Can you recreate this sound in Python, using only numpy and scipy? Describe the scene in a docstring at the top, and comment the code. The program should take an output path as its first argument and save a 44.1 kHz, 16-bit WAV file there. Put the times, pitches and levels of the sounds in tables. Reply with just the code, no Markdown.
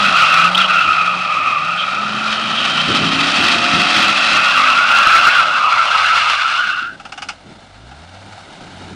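"""A juddering tyre squeal comes first: a V8 car spins its rear wheels in circles on an open paved lot. Tread
rubber sticks and slips in two bands over a broad scrub, with the exhaust humming underneath. The car stops with
a few clacks, then revs gently. A reflection close to the microphone colours tyres and bodywork; wind thumps on
the microphone, which overloads on the loudest peaks."""
import sys
import numpy as np
from scipy import signal
from scipy.fft import rfft, irfft
from scipy.io import wavfile
from scipy.ndimage import uniform_filter1d

SR = 44100
rng = np.random.default_rng(int(sys.argv[2]) if len(sys.argv) > 2 else 0)


def dump(signal):
    """Clip the signal to [-1, 1] and save it as 16-bit WAV at the path in sys.argv[1]."""
    limited = np.clip(np.atleast_2d(signal).T, -1, 1)
    pcm = np.round(limited * 32767).astype(np.int16)
    wavfile.write(sys.argv[1], SR, pcm)


N = 394694
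T = np.arange(N) / SR

# wind bed on the microphone: time_s, level_db
WIND_LEVEL = [(0, -34), (1.2, -48), (2.5, -37.5), (3.4, -32), (4.4, -42.5), (5.3, -42.5), (5.7, -47.5),
              (6.9, -49.5), (8.4, -48.5), (8.95, -38)]
# tone colour of the wind: frequency_hz, level_db
WIND_EQ = [(15, -50.5), (30, -31), (80, -7), (170, 2), (280, 1.5), (450, -7.5), (800, -56)]
# gusts that thump the microphone: start_s, level_db
GUSTS = [(.279, -53), (.848, -27.5), (1.12, -38), (1.348, -44), (2.872, -11.5), (2.99, -14), (3.183, -33),
         (3.38, -22), (3.548, -22.5), (3.729, -13), (3.948, -22), (4.314, -26), (5.664, -42), (6.811, -38),
         (7.439, -38)]
# lag of the close reflection: time_s, delay_ms
ECHO_DELAY = [(0, 1.5), (2.499, 1.596), (5, 1.487), (6, 1.444), (8.95, 1.343)]
# strength of that echo: frequency_hz, share_of_direct_sound
ECHO_STRENGTH = [(400, 0.92), (1000, 0.47), (1700, 0.32), (2600, 0.3), (4000, 0.24), (9000, 0.033)]
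# fan, belts and intake under the bonnet: time_s, level_db
BAY_LEVEL = [(6.7, -54), (6.9, -41), (7.5, -41), (7.95, -40), (8.2, -37.5), (8.95, -35)]
# tone colour of their rush: frequency_hz, level_db
BAY_EQ = [(250, -10.5), (700, -2.5), (1400, -5.5), (2200, -11.5), (4000, -12), (6000, -22.5), (10000, -30)]
# clacks as the car rocks to a halt: start_s, peak_db
CLACK_HITS = [(6.997, -21.5), (7.051, -19), (7.12, -13.5), (7.175, -18), (7.219, -12), (7.286, -10.5),
              (7.912, -27)]
# resonances that each clack rings: frequency_hz, width_hz, level_db
CLACK_RESONANCES = [(831, 94, 11.5), (1335, 720, 17.5), (2540, 960, 16), (4570, 1840, 8.5)]
# engine speed: time_s, firing_rate_hz
REVS = [(0, 208), (.27, 158.6), (.65, 191), (.87, 161.9), (1.1, 181), (1.27, 183), (1.47, 145.6),
        (2.05, 208.5), (2.6, 224.7), (3.25, 281.1), (3.6, 311.5), (4.1, 328.6), (4.28, 318.2), (4.45, 264),
        (4.8, 255.3), (5.15, 171.8), (5.8, 83.03), (6.2, 100.5), (6.7, 53.8), (7.5, 42), (7.8, 52),
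        (8.15, 97), (8.4, 101.3), (8.95, 87.5)]
# stretches where the engine pulls: start_s, length_s, firing_tone_db
ENGINE_PULLS = [(0, 0.029, -28), (0.453, 0.15, -29.5), (1.02, .18, -37), (1.622, .15, -38.5),
                (2.028, .55, -32.5), (2.946, 0.31, -28), (3.597, 0.46, -36), (4.58, 0.11, -37),
                (4.956, 0.053, -41.5), (5.999, 0.31, -49), (7.844, 0.49, -43.5), (8.8, 0.17, -41)]
# lope of the uneven cylinders: time_s, level_db
LOPE_LEVEL = [(0, -50), (1.4, -51.5), (1.7, -53), (2.3, -51), (2.75, -37), (3.5, -34), (4.3, -38),
              (5.1, -71), (5.5, -80), (7.6, -64), (8.95, -64)]
# partials of the lope: multiple_of_firing_rate, offset_db
LOPE_PARTIALS = [(.625, -2), (.75, -3), (.875, -3), (1.125, -9), (1.25, -13), (1.75, -20), (2.25, -18),
                 (2.5, -26)]
# exhaust resonances that lift a passing lope partial: frequency_hz, width_hz, boost_db
EXHAUST_RESONANCES = [(555, 45, 18), (720, 40, 25)]
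# tone colour of the tyres' groan: frequency_hz, level_db
GROAN_EQ = [(350, -18), (550, 3), (750, 6), (1000, 11), (1300, -37.5)]
# tone colour of the scrub: frequency_hz, level_db
SCRUB_EQ = [(300, -29), (700, -9), (1300, 2), (2050, -4.5), (3100, -0.5), (4000, -4.5), (5200, -11.5),
            (7000, -23), (10000, -31.5)]
# shrill tyre chirps: start_s, length_s, from_hz, to_hz, level_db
CHIRPS = [(0.546, 0.014, 3120, 3200, -9), (0.571, 0.0141, 3385, 3434, -11),
          (0.598, 0.0381, 3350, 2910, -12.5), (0.633, 0.0342, 2900, 3000, -15),
          (1.763, 0.0918, 3054, 3302, -20), (2.201, 1.1, 2942, 3150, -23), (2.56, 0.082, 3025, 3150, -22),
          (2.77, 0.057, 3003, 3050, -22)]
# lapses of grip, where the squeal ducks: centre_s, length_s, dip_db
GRIP_LAPSES = [(0, 0.11, -4.5), (0.125, 0.085, -4), (.53, .16, -7), (0.665, 0.078, -7.5),
               (1.158, 0.11, -2.5), (5.48, 0.17, -3.5)]
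# the sliding tread: time_s, pitch_hz, pitch_spread_share, lower_band_db, upper_band_db, scrub_treble_db
SKID = [(0, 1330, 0.095, -11.5, -16, -22.5), (.45, 1345, .11, -11.5, -15, -25.5),
        (.8, 1353, .08, -11.5, -16, -29.5), (1.2, 1274, 0.061, -18, -21, -33),
        (1.5, 1215, .05, -16, -20, -36), (1.72, 1319, .06, -18.5, -21.5, -34.5),
        (2.05, 1326, 0.098, -20, -27, -33), (2.5, 1353, .11, -21, -26, -28),
        (3.4, 1328, .12, -25.5, -20, -22.5), (4.2, 1364, .12, -19, -18.5, -21.5),
        (4.6, 1326, 0.16, -11, -16, -25), (5.3, 1389, 0.16, -10, -15.5, -24.5),
        (5.62, 1258, .18, -11, -21, -30), (6.2, 1297, 0.22, -14, -18, -25),
        (6.76, 1407, 0.12, -16, -25, -33.5), (6.85, 1411, 0.087, -21, -34, -41),
        (6.97, 1550, .03, -34, -57, -65)]


def gain_of(db):
    """Decibels to gain."""
    return 10 ** (np.asarray(db) / 20)


def unit_rms(x):
    """The signal scaled to rms 1."""
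    return x / np.sqrt(np.mean(abs(x) ** 2) + 1e-20)


def eq_at(points, hz):
    """An EQ curve at the frequencies hz, on a log frequency axis."""
    point_hz, value = np.transpose(points)
    return np.interp(np.log(hz + 1), np.log(point_hz + 1), value)


def automation(rows):
    """One per-sample curve for each column after the time."""
    time_s, *columns = np.transpose(rows)
    return [np.interp(T, time_s, column) for column in columns]


def coloured_noise(eq):
    """Noise of rms 1 shaped by an EQ curve."""
    hz = np.fft.rfftfreq(N, 1 / SR)
    return unit_rms(irfft(rfft(rng.standard_normal(N)) * gain_of(eq_at(eq, hz)), N))


def drift(top_hz):
    """A random wobble of rms 1 that rolls off above top_hz."""
    pole = np.exp(-2 * np.pi * top_hz / SR)
    return unit_rms(signal.lfilter([1], np.convolve([1, -pole], [1, -pole]), rng.standard_normal(N)))


def ring(x, hz, width_hz):
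    """A steep resonance: the same peak filter twice."""
    peak = signal.iirpeak(hz, hz / width_hz, SR)
    return unit_rms(signal.lfilter(*peak, signal.lfilter(*peak, x)))


def wind(gust_t60_s=0.32):
    """Air buffets the microphone: a low, lumpy bed that swells at each gust."""
    force = gain_of(automation(WIND_LEVEL)[0] + 3 * drift(8.2))
    for start_s, db in GUSTS:
        t = np.maximum(T - start_s, 0)
        force += gain_of(db - 60 * t / gust_t60_s) * (1 - np.exp(-t / 0.018))
    return force * coloured_noise(WIND_EQ)


def near_reflection(x):
    """Adds one reflection close to the microphone, whose delay drifts slightly: a comb filter."""
    hz, frame_s, spectrum = signal.stft(x, SR, nperseg=1024)
    time_s, delay_ms = np.transpose(ECHO_DELAY)
    lag = 2 * np.pi * hz[:, None] * np.interp(frame_s, time_s, delay_ms) / 1000
    share = np.clip(eq_at(ECHO_STRENGTH, hz), 0, 1)[:, None]
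    comb = (1 + share * np.exp(-1j * lag)) / (1 + share)
    return signal.istft(spectrum * comb, SR, nperseg=1024)[1][:N]


def engine_bay():
    """Fan, belts and intake rush under the bonnet with a slight flutter."""
    return gain_of(automation(BAY_LEVEL)[0] + 1.4 * drift(40)) * coloured_noise(BAY_EQ)


def clacks(t60_s=0.098, neutral_peak_db=-16.5):
    """The car rocks to a halt: quick noise bursts ring the same few modes, brighter on harder hits."""
    out, t = np.zeros(N), T[:8000]
    attack = (1 - np.exp(-t / .001)) ** 2
    for start_s, peak_db in CLACK_HITS:
        burst = rng.standard_normal(len(t)) * attack * gain_of(-60 * t / t60_s)
        tilt_db_per_octave = 0.43 * (peak_db - neutral_peak_db)
        clack = sum(gain_of(db + tilt_db_per_octave * np.log2(hz / 1000)) * ring(burst, hz, width_hz)
                    for hz, width_hz, db in CLACK_RESONANCES)
        at = round(start_s * SR)
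        out[at:at + len(t)] += gain_of(peak_db) * clack / abs(clack).max()
    return out


def pull_db(swell_db_per_s=64, fall_db_per_s=70, coast_db=-58):
    """The firing tone swells into each pull, holds, and falls back towards coasting."""
    level_db = np.full(N, coast_db)
    for start_s, length_s, db in ENGINE_PULLS:
        before_s, after_s = np.maximum(start_s - T, 0), np.maximum(T - start_s - length_s, 0)
        level_db = np.maximum(level_db, db - swell_db_per_s * before_s - fall_db_per_s * after_s)
    return level_db


def exhaust():
    """The firing tone and its octave hum over a lope from cylinders that fire unevenly."""
    firing_hz = uniform_filter1d(automation(REVS)[0], size=5000) * (1 + 0.0038 * drift(7.03))
    phase = 2 * np.pi * np.cumsum(firing_hz) / SR
    octave_db = -10 - 11.5 * np.log2(firing_hz / 100)  # thins out as the revs climb
    hum = gain_of(pull_db()) * (np.sin(phase) + gain_of(octave_db) * np.sin(2 * phase))
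    lope_db = automation(LOPE_LEVEL)[0]
    for multiple, offset_db in LOPE_PARTIALS:
        lift_db = sum(boost_db * np.exp(-((multiple * firing_hz - hz) / width_hz) ** 2)
                      for hz, width_hz, boost_db in EXHAUST_RESONANCES)
        level = gain_of(lope_db + offset_db + lift_db + 3 * drift(2))
        hum += level * np.sin(multiple * phase + 2 * np.pi * rng.random())
    return np.sqrt(2) * hum


def lapse_db():
    """Smooth dips where the tread lets go."""
    return sum(db * np.cos(np.pi * np.clip((T - centre_s) / length_s, -.5, .5)) ** 2
               for centre_s, length_s, db in GRIP_LAPSES)


def groan(treble_db, dip_db, base_db=-28, fade_start_s=5.985, fade_db_per_s=60):
    """The tyres' low voice loosely rides the scrub and pushes forward when grip lapses."""
    level_db = base_db + 0.29 * (treble_db - np.median(treble_db)) - 0.77 * dip_db
    fade_db = fade_db_per_s * np.maximum(T - fade_start_s, 0)
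    return gain_of(level_db - fade_db) * coloured_noise(GROAN_EQ)


def scrub(treble_db, dip_db, over_treble_db=8.5):
    """Rubber drags over the pavement: broad noise, made gravelly by loose grit."""
    grit_db = 1.7 * drift(150) + 1.1 * drift(20)
    return gain_of(treble_db + over_treble_db + 0.74 * dip_db + grit_db) * coloured_noise(SCRUB_EQ)


def stick_slip(hz, width_hz, wander):
    """Rubber's fuzzy whistle: a tone with a noisy envelope on a wandering pitch."""
    tone = np.exp(2j * np.pi * np.cumsum(hz * (1 + wander * drift(30.12))) / SR)
    envelope = drift(width_hz) + 1j * drift(width_hz) + 0.48
    return (tone * envelope).real


def chirps():
    """Ragged high glides when a tyre edge catches."""
    hz, level = np.full(N, 3100.), np.zeros(N)
    for start_s, length_s, from_hz, to_hz, db in CHIRPS:
        at, n = round(start_s * SR), round(length_s * SR)
        hz[at:at + n] = np.linspace(from_hz, to_hz, n)
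        level[at:at + n] += gain_of(db) * signal.windows.tukey(n, .5)
    return level * unit_rms(stick_slip(hz, width_hz=320, wander=.024))


def squeal(dip_db, sag_per_db=.012):
    """Tread blocks stick and slip in two bands, each at its own wavering pitch; one block sings out."""
    hz, spread, lower_db, upper_db, _ = automation(SKID)
    upper_hz = 2570 * (hz / 1330) ** .5  # bends half as far as the lower band
    lower_hz = hz * (1 + sag_per_db * dip_db)  # the pitch sags in each lapse
    lead = gain_of(4.5) * stick_slip(lower_hz * (1 + .3 * spread * drift(4)), width_hz=30, wander=.012)
    lower = upper = 0
    for _ in range(5):
        detune = 1.4 * spread * np.tanh(.8 * drift(10))
        lower += stick_slip(lower_hz * (1 + detune), width_hz=92, wander=.015)
    for _ in range(4):
        detune = .45 * spread * drift(12)
        upper += stick_slip(upper_hz * (1 + detune), width_hz=200, wander=.02)
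    lower_band = gain_of(lower_db + dip_db) * unit_rms(lead + lower)
    return lower_band + gain_of(upper_db + 1.9 * dip_db) * unit_rms(upper)


def tyres(release_s=0.028):
    """Scrub, groan, squeal and chirps judder together and cut off as the skid ends."""
    judder_db = 0.79 * drift(5.4)  # grip comes and goes many times a second
    treble_db, dip_db = automation(SKID)[4], lapse_db()
    rubber = scrub(treble_db, dip_db) + groan(treble_db, dip_db) + squeal(dip_db) + chirps()
    gate = np.clip((SKID[-1][0] - T) / release_s, 0, 1)
    return rubber * gain_of(judder_db) * gate


def scene():
    """The mono mix: tyres, engine bay and clacks take the close reflection; exhaust and wind stay dry."""
    return (near_reflection(tyres() + engine_bay() + clacks()) + exhaust() + wind())[None]


def low_pass(x, edge_hz):
    """A steep high cut."""
    return signal.oaconvolve(x, signal.firwin(511, edge_hz, window=("kaiser", 9), fs=SR)[None], "same")


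def record(dry):
    """A high cut dulls the top end; the loudest peaks overload and round off; a last high cut follows."""
    ceiling = .74
    drive = low_pass(dry, edge_hz=10050) / ceiling
    clipped = ceiling * drive / (1 + drive ** 12) ** (1 / 12)
    return low_pass(clipped, edge_hz=15750)


dry = scene()
out = record(dry)
dump(out)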